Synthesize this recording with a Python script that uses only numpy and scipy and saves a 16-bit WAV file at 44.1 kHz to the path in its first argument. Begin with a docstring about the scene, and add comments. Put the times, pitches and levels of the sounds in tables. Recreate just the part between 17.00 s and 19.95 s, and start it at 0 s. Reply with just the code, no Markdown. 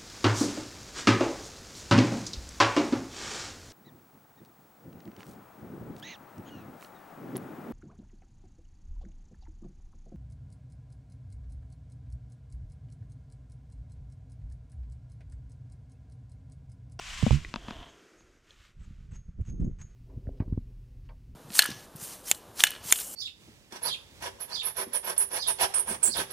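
"""Something slides with a hiss on the stern of a small sailboat; a bare foot thumps the rail and
judders along it by stick-slip friction. Fittings click and creak under the load, ringing in their
natural modes, and water washes softly along the hull with swells of airy hiss. Then turbulent
gusts buffet the microphone with a low rumble, while small metal hardware rubs and rings thinly."""
import sys
import numpy as np
from scipy import signal
from scipy.fft import rfft, irfft
from scipy.io import wavfile

SR = 44100
rng = np.random.default_rng(int(sys.argv[2]) if len(sys.argv) > 2 else 0)


def generate_wav(sig):
    """Save sig (samples, or channels by samples) to the path in sys.argv[1] as 16-bit PCM at SR."""
    pcm = np.round(np.clip(np.atleast_2d(sig).T, -1, 1) * 32767).astype(np.int16)
    wavfile.write(sys.argv[1], SR, pcm)


N = 130095
T = np.arange(N) / SR


def amp(db):
    """Decibels to amplitude gain."""
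    return 10 ** (np.asarray(db) / 20)


def unit(x):
    """Normalisation to an rms of one."""
    return x / np.sqrt(np.mean(x ** 2) + 1e-20)


def curve(points):
    """Linear interpolation of (seconds, value) points over the whole scene."""
    return np.interp(T, *np.transpose(points))


def colour(x, points):
    """Spectral shaping by (Hz, dB) points, to an rms of one."""
    hz, db = np.transpose(points)
    f = np.fft.rfftfreq(x.shape[-1], 1 / SR)
    gain = amp(np.interp(np.log(f + 1), np.log(hz + 1), db))
    return unit(irfft(rfft(x) * gain, x.shape[-1]))


def drift(rate_hz):
    """Random modulation: low-passed noise with an rms of one."""
    f = np.fft.rfftfreq(N, 1 / SR)
    return unit(irfft(rfft(rng.standard_normal(N)) / (1 + (f / rate_hz) ** 4), N))


def stereo_noise(correlation):
    """Sum and difference of two white noises set the correlation of left and right."""
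    mid, side = rng.standard_normal((2, N))
    return np.sqrt((1 + correlation) / 2) * mid + np.sqrt((1 - correlation) / 2) * np.array([side, -side])


def pan(db):
    """Channel gains for a left-over-right level difference."""
    return amp([[db / 2], [-db / 2]])


def add(mix, start_s, sound):
    """Superposition of a sound on the mix from a given time."""
    part = mix[:, max(round(start_s * SR), 0):][:, :sound.shape[-1]]
    part += sound[..., :part.shape[-1]]


def ring(modes):
    """Free vibration: damped sines from (Hz, dB, t60) rows; t60 is the time to fall 60 dB."""
    t = T[:SR // 2]
    return sum(amp(db) * np.exp(-np.log(1000) * t / t60) * np.sin(2 * np.pi * hz * t)
               for hz, db, t60 in modes)


def resonate(x, hz, width_hz):
    """Forced vibration of a steep, double-pole resonance, to an rms of one."""
    carrier = np.exp(2j * np.pi * np.cumsum(np.full(len(x), hz)) / SR)
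    pole = np.exp(-np.pi * width_hz / SR)
    return unit((carrier * signal.lfilter([1], [1, -2 * pole, pole ** 2], x / carrier)).real)


def micro_slips(n, per_s, spread_db, max_spreads):
    """Rough friction as a Poisson process: impulses of random time, sign and strength."""
    impulses = (rng.random(n) < per_s / SR) * rng.choice([-1, 1], n)
    return impulses * amp(spread_db * np.minimum(rng.exponential(1, n), max_spreads))


# Blows of the foot. Each row: start in seconds, level in dB, pitch in Hz, crack level in dB, pan in dB.
FOOT_BLOWS = [(.226, -17.5, 267, -18.5, -14), (.2335, -4.5, 130, -45, -8), (0.265, -8, 223, -11, 7),
              (0.276, -14, 90, -25.5, 3), (0.3071, -16.5, 204, -13, -14)]
# Spectrum of the contact crack. Each row: frequency in Hz, relative level in dB.
CRACK_SPECTRUM = [(100, -0.5), (400, 0), (880, -7), (1200, -23), (3500, -23.5), (8000, -49.5), (16000, -75)]


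def foot_thumps(body_rise_s=0.0029, body_t60_s=0.04, crack_rise_s=0.0011, crack_t60_s=0.013):
    """Soft impact: each blow on the rail excites a low, heavily damped mode under a dull crack."""
    out, t = np.zeros((2, N)), T[:SR // 2]
    for start_s, db, hz, crack_db, pan_db in FOOT_BLOWS:
        body = ring([(hz, db, body_t60_s)]) * (1 - np.exp(-t / body_rise_s))
        envelope = (1 - np.exp(-(t / crack_rise_s) ** 2)) * np.exp(-np.log(1000) * t / crack_t60_s)
        noise = colour(stereo_noise(correlation=0.33), CRACK_SPECTRUM)[:, :len(t)]
        crack = noise * amp(crack_db) * envelope
        add(out, start_s, pan(pan_db) * (crack - body))
    return out


# Modes of the rail. Each row: frequency in Hz, relative level in dB, t60 in seconds.
RAIL_MODES = [(62, 1, 0.043), (137, 3, 0.048), (228, -24, .035), (285, -15.5, 0.025)]


def foot_judder(start_s=0.312, length_s=0.088, slip_s=0.0036, force_db=-13, fade_db=-32.5):
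    """Stick-slip friction: quickening, fading slips of soft skin drive the modes of the rail."""
    t = T[:round(length_s * SR)]
    slip_rate_hz = np.minimum(58.7 + 410 * t, 73)
    slips = np.diff(np.floor(np.cumsum(slip_rate_hz) / SR), prepend=-1)
    strength = amp(force_db + fade_db * (t / length_s) ** 2)
    push = np.hanning(round(slip_s * SR))
    force = np.convolve(slips * strength, push / push.sum())
    out = np.zeros((2, N))
    add(out, start_s, -pan(db=-9) * signal.fftconvolve(force, ring(RAIL_MODES)))
    return out


# Wind pressure on the microphone. Each row: time in seconds, level in dB.
GUST_LEVELS = [(0, -50.5), (.3, -40), (.45, -41), (.52, -47), (.78, -48), (.93, -60.5), (1.1, -91),
               (1.2, -61.5), (1.45, -67), (1.55, -62), (1.74, -59), (1.79, -43), (1.86, -43.5),
               (1.98, -46.5), (2.13, -39), (2.21, -45.5), (2.25, -53.5), (2.29, -39.5), (2.35, -49.5),
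               (2.4, -31), (2.455, -50), (2.49, -34), (2.58, -33.5), (2.62, -29.5), (2.68, -29.5),
               (2.73, -37.5), (2.77, -44), (2.81, -39), (2.89, -48.5), (2.95, -55)]
# Spectra of the rumble and of the smaller eddies. Each row: frequency in Hz, relative level in dB.
RUMBLE_SPECTRUM = [(10, -3.5), (28, 9), (65, 2), (140, -6), (220, -15), (320, -60.5), (600, -44.5),
                   (1500, -57.5), (4000, -101)]
EDDY_SPECTRUM = [(30, -16.5), (130, 1.5), (230, -4.5), (350, -12.5), (550, -24), (800, -42.5), (2000, -70),
                 (8000, -78)]
# Single hard buffets. Each row: peak time in seconds, level in dB, centre frequency in Hz.
WIND_BUFFETS = [(1.811, -34.5, 55), (1.91, -40, 144), (2.129, -36.5, 102), (2.414, -21, 75.6),
                (2.546, -42, 230), (2.601, -21, 140), (2.6468, -22.5, 175), (2.676, -26.5, 180),
                (2.698, -38, 260), (2.801, -34, 70)]


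def wind(eddy_db=-41.5, reference_gust_db=-32.5, eddy_growth=2.2):
    """Turbulent pressure: a lumpy rumble; smaller eddies grow faster with the gust, a few strike singly."""
    gust_db = curve(GUST_LEVELS)
    lumps_db = 2 * drift(rate_hz=64)
    eddy_level_db = eddy_db + eddy_growth * (gust_db - reference_gust_db)
    rumble = colour(stereo_noise(correlation=1), RUMBLE_SPECTRUM) * amp(gust_db + lumps_db - 1.5)
    eddies = colour(stereo_noise(correlation=0.28), EDDY_SPECTRUM) * amp(eddy_level_db + lumps_db)
    pressure = rumble + eddies
    for peak_s, db, hz in WIND_BUFFETS:
        u = np.pi * hz * (T - peak_s)
        pressure += amp(db) * (1 - 2 * u ** 2) * np.exp(-u ** 2)  # a peak between two troughs
    return pan(db=-1.5) * pressure


# Clicks under load. Each row: start in seconds, level in dB, tilt in dB per octave, pan in dB.
FITTING_CLICKS = [(.540, -24, 0, 4), (0.5596, -25, -0.5, 4), (0.6838, -30, -3, 2), (.708, -29.5, -1.5, 2),
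                  (0.812, -45, -3, -1), (0.828, -44, -2, -1), (1.207, -53, -2, 0)]
# Modes of the fitting. Each row: frequency in Hz, relative level in dB, t60 in seconds.
FITTING_MODES = [(222, -5.5, .03), (590, -9, 0.014), (942, -3.5, 0.024), (1320, 3, 0.0048),
                 (2680, -3.5, 0.0099), (3360, 1, 0.0031), (4640, 7, 0.0011)]
# Light taps on small hardware. Each row: start in seconds, level in dB, pitch in Hz.
HARDWARE_TAPS = [(0.448, -31, 1975), (1.507, -47, 3350)]
# Modes of a tap. Each row: ratio to the pitch, relative level in dB, t60 in seconds.
TAP_PARTIALS = [(.16, -12.5, 0.045), (1, 1, 0.019), (1.24, -4.5, 0.02), (1.9, -5.5, 0.0064)]


def fittings(rebound_s=0.00214, rebound_db=-11.5, top_hz=6200):
    """Impulse response: modes of alternating sign ring in light taps and in dry clicks that rebound."""
    out = np.zeros((2, N))
    for start_s, db, tilt_db, pan_db in FITTING_CLICKS:
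        modes = [(hz, db + mode_db + tilt_db * np.log2(hz / 1000), t60)
                 for hz, mode_db, t60 in FITTING_MODES]
        click = pan(pan_db) * sum((-1) ** k * ring([mode]) for k, mode in enumerate(modes))
        add(out, start_s, click)
        add(out, start_s + rebound_s, -amp(rebound_db) * click)
    for start_s, db, hz in HARDWARE_TAPS:
        modes = [(hz * ratio, db + mode_db, t60) for ratio, mode_db, t60 in TAP_PARTIALS]
        add(out, start_s, sum((-1) ** k * ring([mode]) for k, mode in enumerate(modes)))
    return signal.sosfilt(signal.butter(4, top_hz, fs=SR, output="sos"), out)


# Course of the slide, followed until its fade begins. Each row: time in seconds, relative level in dB.
SLIDE_LEVELS = [(0, -53), (.09, -46.5), (.25, -45.5), (0.343, -45.5), (.39, -56), (.43, -63.5), (.5, -95.5)]
# Spectrum of its hiss. Each row: frequency in Hz, relative level in dB.
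SLIDE_SPECTRUM = [(150, -45), (350, -29), (700, -9.5), (880, -13.5), (1030, -1.5), (1250, -5.5),
                  (1700, -2.5), (2500, 0), (3100, -1), (4000, -6.5), (7400, -8.5), (10000, -22),
                  (13000, -30.5), (15500, -38.5)]


def slide(gain_db=4.5, fade_start_s=0.383, fade_db_per_s=54):
    """Sliding friction: a smooth broadband hiss with a fine flutter, ending in an exponential decay."""
    level_db = np.interp(np.minimum(T, fade_start_s), *np.transpose(SLIDE_LEVELS))
    fade_db = fade_db_per_s * np.maximum(T - fade_start_s, 0)
    hiss = colour(stereo_noise(correlation=0.83), SLIDE_SPECTRUM)
    flutter_db = 1.07 * drift(rate_hz=40)
    return pan(db=1.4) * hiss * amp(level_db - fade_db + gain_db + flutter_db)


# Course of the gritty scuff. Each row: time in seconds, level in dB.
SCUFF_LEVELS = [(.5, -78), (.57, -50.5), (.61, -59), (.7, -47.5), (.77, -50.5), (.83, -50), (.88, -57),
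                (1.0, -68), (1.25, -110)]
# Resonances it excites. Each row: frequency in Hz, width in Hz, relative level in dB.
SCUFF_RESONANCES = [(244, 220, -5), (698, 120, -0.5), (1050, 300, -1.5), (1670, 600, -4), (3150, 830, 1.5)]


def rail_scuff():
    """Forced resonance: dense tiny slips ring the rail and its fittings."""
    slips = micro_slips(N, per_s=2500, spread_db=4.5, max_spreads=4)
    creak = sum(amp(db) * resonate(slips, hz, width_hz) for hz, width_hz, db in SCUFF_RESONANCES)
    return unit(creak) * amp(curve(SCUFF_LEVELS))


# Rubs on small metal hardware. Each row: start and length in seconds, grit and ring gains in dB.
METAL_RUBS = [(.88, 0.03, -61, -59), (1.167, 0.043, -76, -60), (1.49, 0.036, -76, -63.5),
              (1.799, 0.05, -61, -68.5), (2.111, 0.01, -57.5, -63), (2.133, 0.028, -56, -51.5),
              (2.408, .004, -61.5, -64), (2.449, .003, -60.5, -66), (2.46, 0.039, -59.5, -50),
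              (2.597, 0.013, -63.5, -65), (2.64, 0.0075, -66, -55), (2.787, 0.02, -55, -52.5),
              (2.812, 0.0046, -48, -41.5)]
# Spectrum of the grit. Each row: frequency in Hz, relative level in dB.
GRIT_SPECTRUM = [(300, -15), (800, 4), (1500, 8), (2800, 3.5), (4300, -14.5), (6000, -20.5), (7700, 8.5),
                 (10000, -20), (15000, -27)]
# Modes of the metal. Each row: frequency in Hz, relative level in dB, t60 in seconds.
METAL_MODES = [(6490, -6, 0.49), (6440, -8, .36), (6480, -1, 0.19), (6510, -2, .15), (6634, 0.5, 0.095),
               (6850, -4, .035), (7030, -6.5, 0.22), (7100, -3, 0.031), (8030, -2, .008)]


def metal_rubs(swell_db=6.5, release_s=0.009):
    """Frictional excitation: grit builds, lets go, and leaves a cluster of high metal modes ringing."""
    out, t = np.zeros((2, N)), T[:SR // 2]
    metal = ring(METAL_MODES)
    metal /= np.linalg.norm(metal)
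    for start_s, length_s, grit_db, ring_db in METAL_RUBS:
        slips = micro_slips(len(t), per_s=3000, spread_db=1, max_spreads=3)
        progress = np.minimum(t / length_s, 1)
        release = np.exp(-np.maximum(t - length_s, 0) / release_s)
        force = amp(swell_db * (progress - 2)) * release
        add(out, start_s, amp(grit_db) * force * colour(slips, GRIT_SPECTRUM))
        add(out, start_s, amp(ring_db) * signal.fftconvolve(force * unit(slips), metal))
    return out


# Water along the hull. Each row: time in seconds, level in dB.
WASH_LEVELS = [(0, -71), (.5, -64), (.7, -53), (.93, -59), (1.2, -62), (1.42, -68), (1.75, -75),
               (2.0, -74.5), (2.3, -77), (2.75, -76), (2.95, -69.5)]
# Spectrum of the wash. Each row: frequency in Hz, relative level in dB.
WASH_SPECTRUM = [(100, -16), (200, -6.5), (350, 1), (460, -3.5), (620, -9), (900, -17.5), (1350, -8.5),
                 (2500, -13.5), (4000, -20.5), (6600, -18), (10400, -32.5), (13600, -35), (15500, -49.5)]


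def hull_wash():
    """Amplitude-modulated noise: a soft wash of water whose level ripples slightly."""
    wash = colour(stereo_noise(correlation=1), WASH_SPECTRUM)
    ripple_db = 0.93 * drift(rate_hz=13)
    return wash * amp(curve(WASH_LEVELS) + ripple_db)


# Swells of airy hiss. Each row: peak time in seconds, level in dB, rise and fall in seconds.
HISS_SWELLS = [(1.51, -64, 0.04, 0.037), (1.645, -62, 0.075, 0.05), (1.84, -70.5, 0.052, 0.13),
               (2.02, -74.5, 0.017, 0.044), (2.155, -71.5, 0.035, 0.034), (2.489, -72.5, 0.036, 0.018),
               (2.94, -81, 0.086, .05)]
# Spectrum of the swells. Each row: frequency in Hz, relative level in dB.
HISS_SPECTRUM = [(300, -26), (800, -7.5), (1250, 4), (3000, 2.5), (5000, -4.5), (7500, -6.5),
                 (10500, -19.5), (13500, -21), (16000, -26)]


def airy_hiss():
    """Incoherent addition: bell-shaped swells of hiss come and go, summing in power."""
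    power = sum(amp(db) ** 2 * np.exp(-((T - peak_s) / np.where(T < peak_s, rise_s, fall_s)) ** 2)
                for peak_s, db, rise_s, fall_s in HISS_SWELLS)
    hiss = colour(stereo_noise(correlation=1), HISS_SPECTRUM)
    flicker_db = 0.9 * drift(rate_hz=160)
    return hiss * np.sqrt(power) * amp(flicker_db)


def scene():
    """Linear superposition of deck sounds, water and wind."""
    deck = foot_thumps() + foot_judder() + fittings() + slide() + rail_scuff()
    return deck + hull_wash() + airy_hiss() + wind() + metal_rubs()


def record(dry, low_cut_hz=14, high_cut_hz=15550):
    """Band limiting: a gentle high-pass and a steep low-pass."""
    high_passed = signal.sosfilt(signal.butter(1, low_cut_hz, "high", fs=SR, output="sos"), dry)
    low_pass = signal.firwin(511, high_cut_hz, window=("kaiser", 9), fs=SR)
    return signal.oaconvolve(high_passed, low_pass[None], "same")


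dry = scene()
out = record(dry)
generate_wav(out)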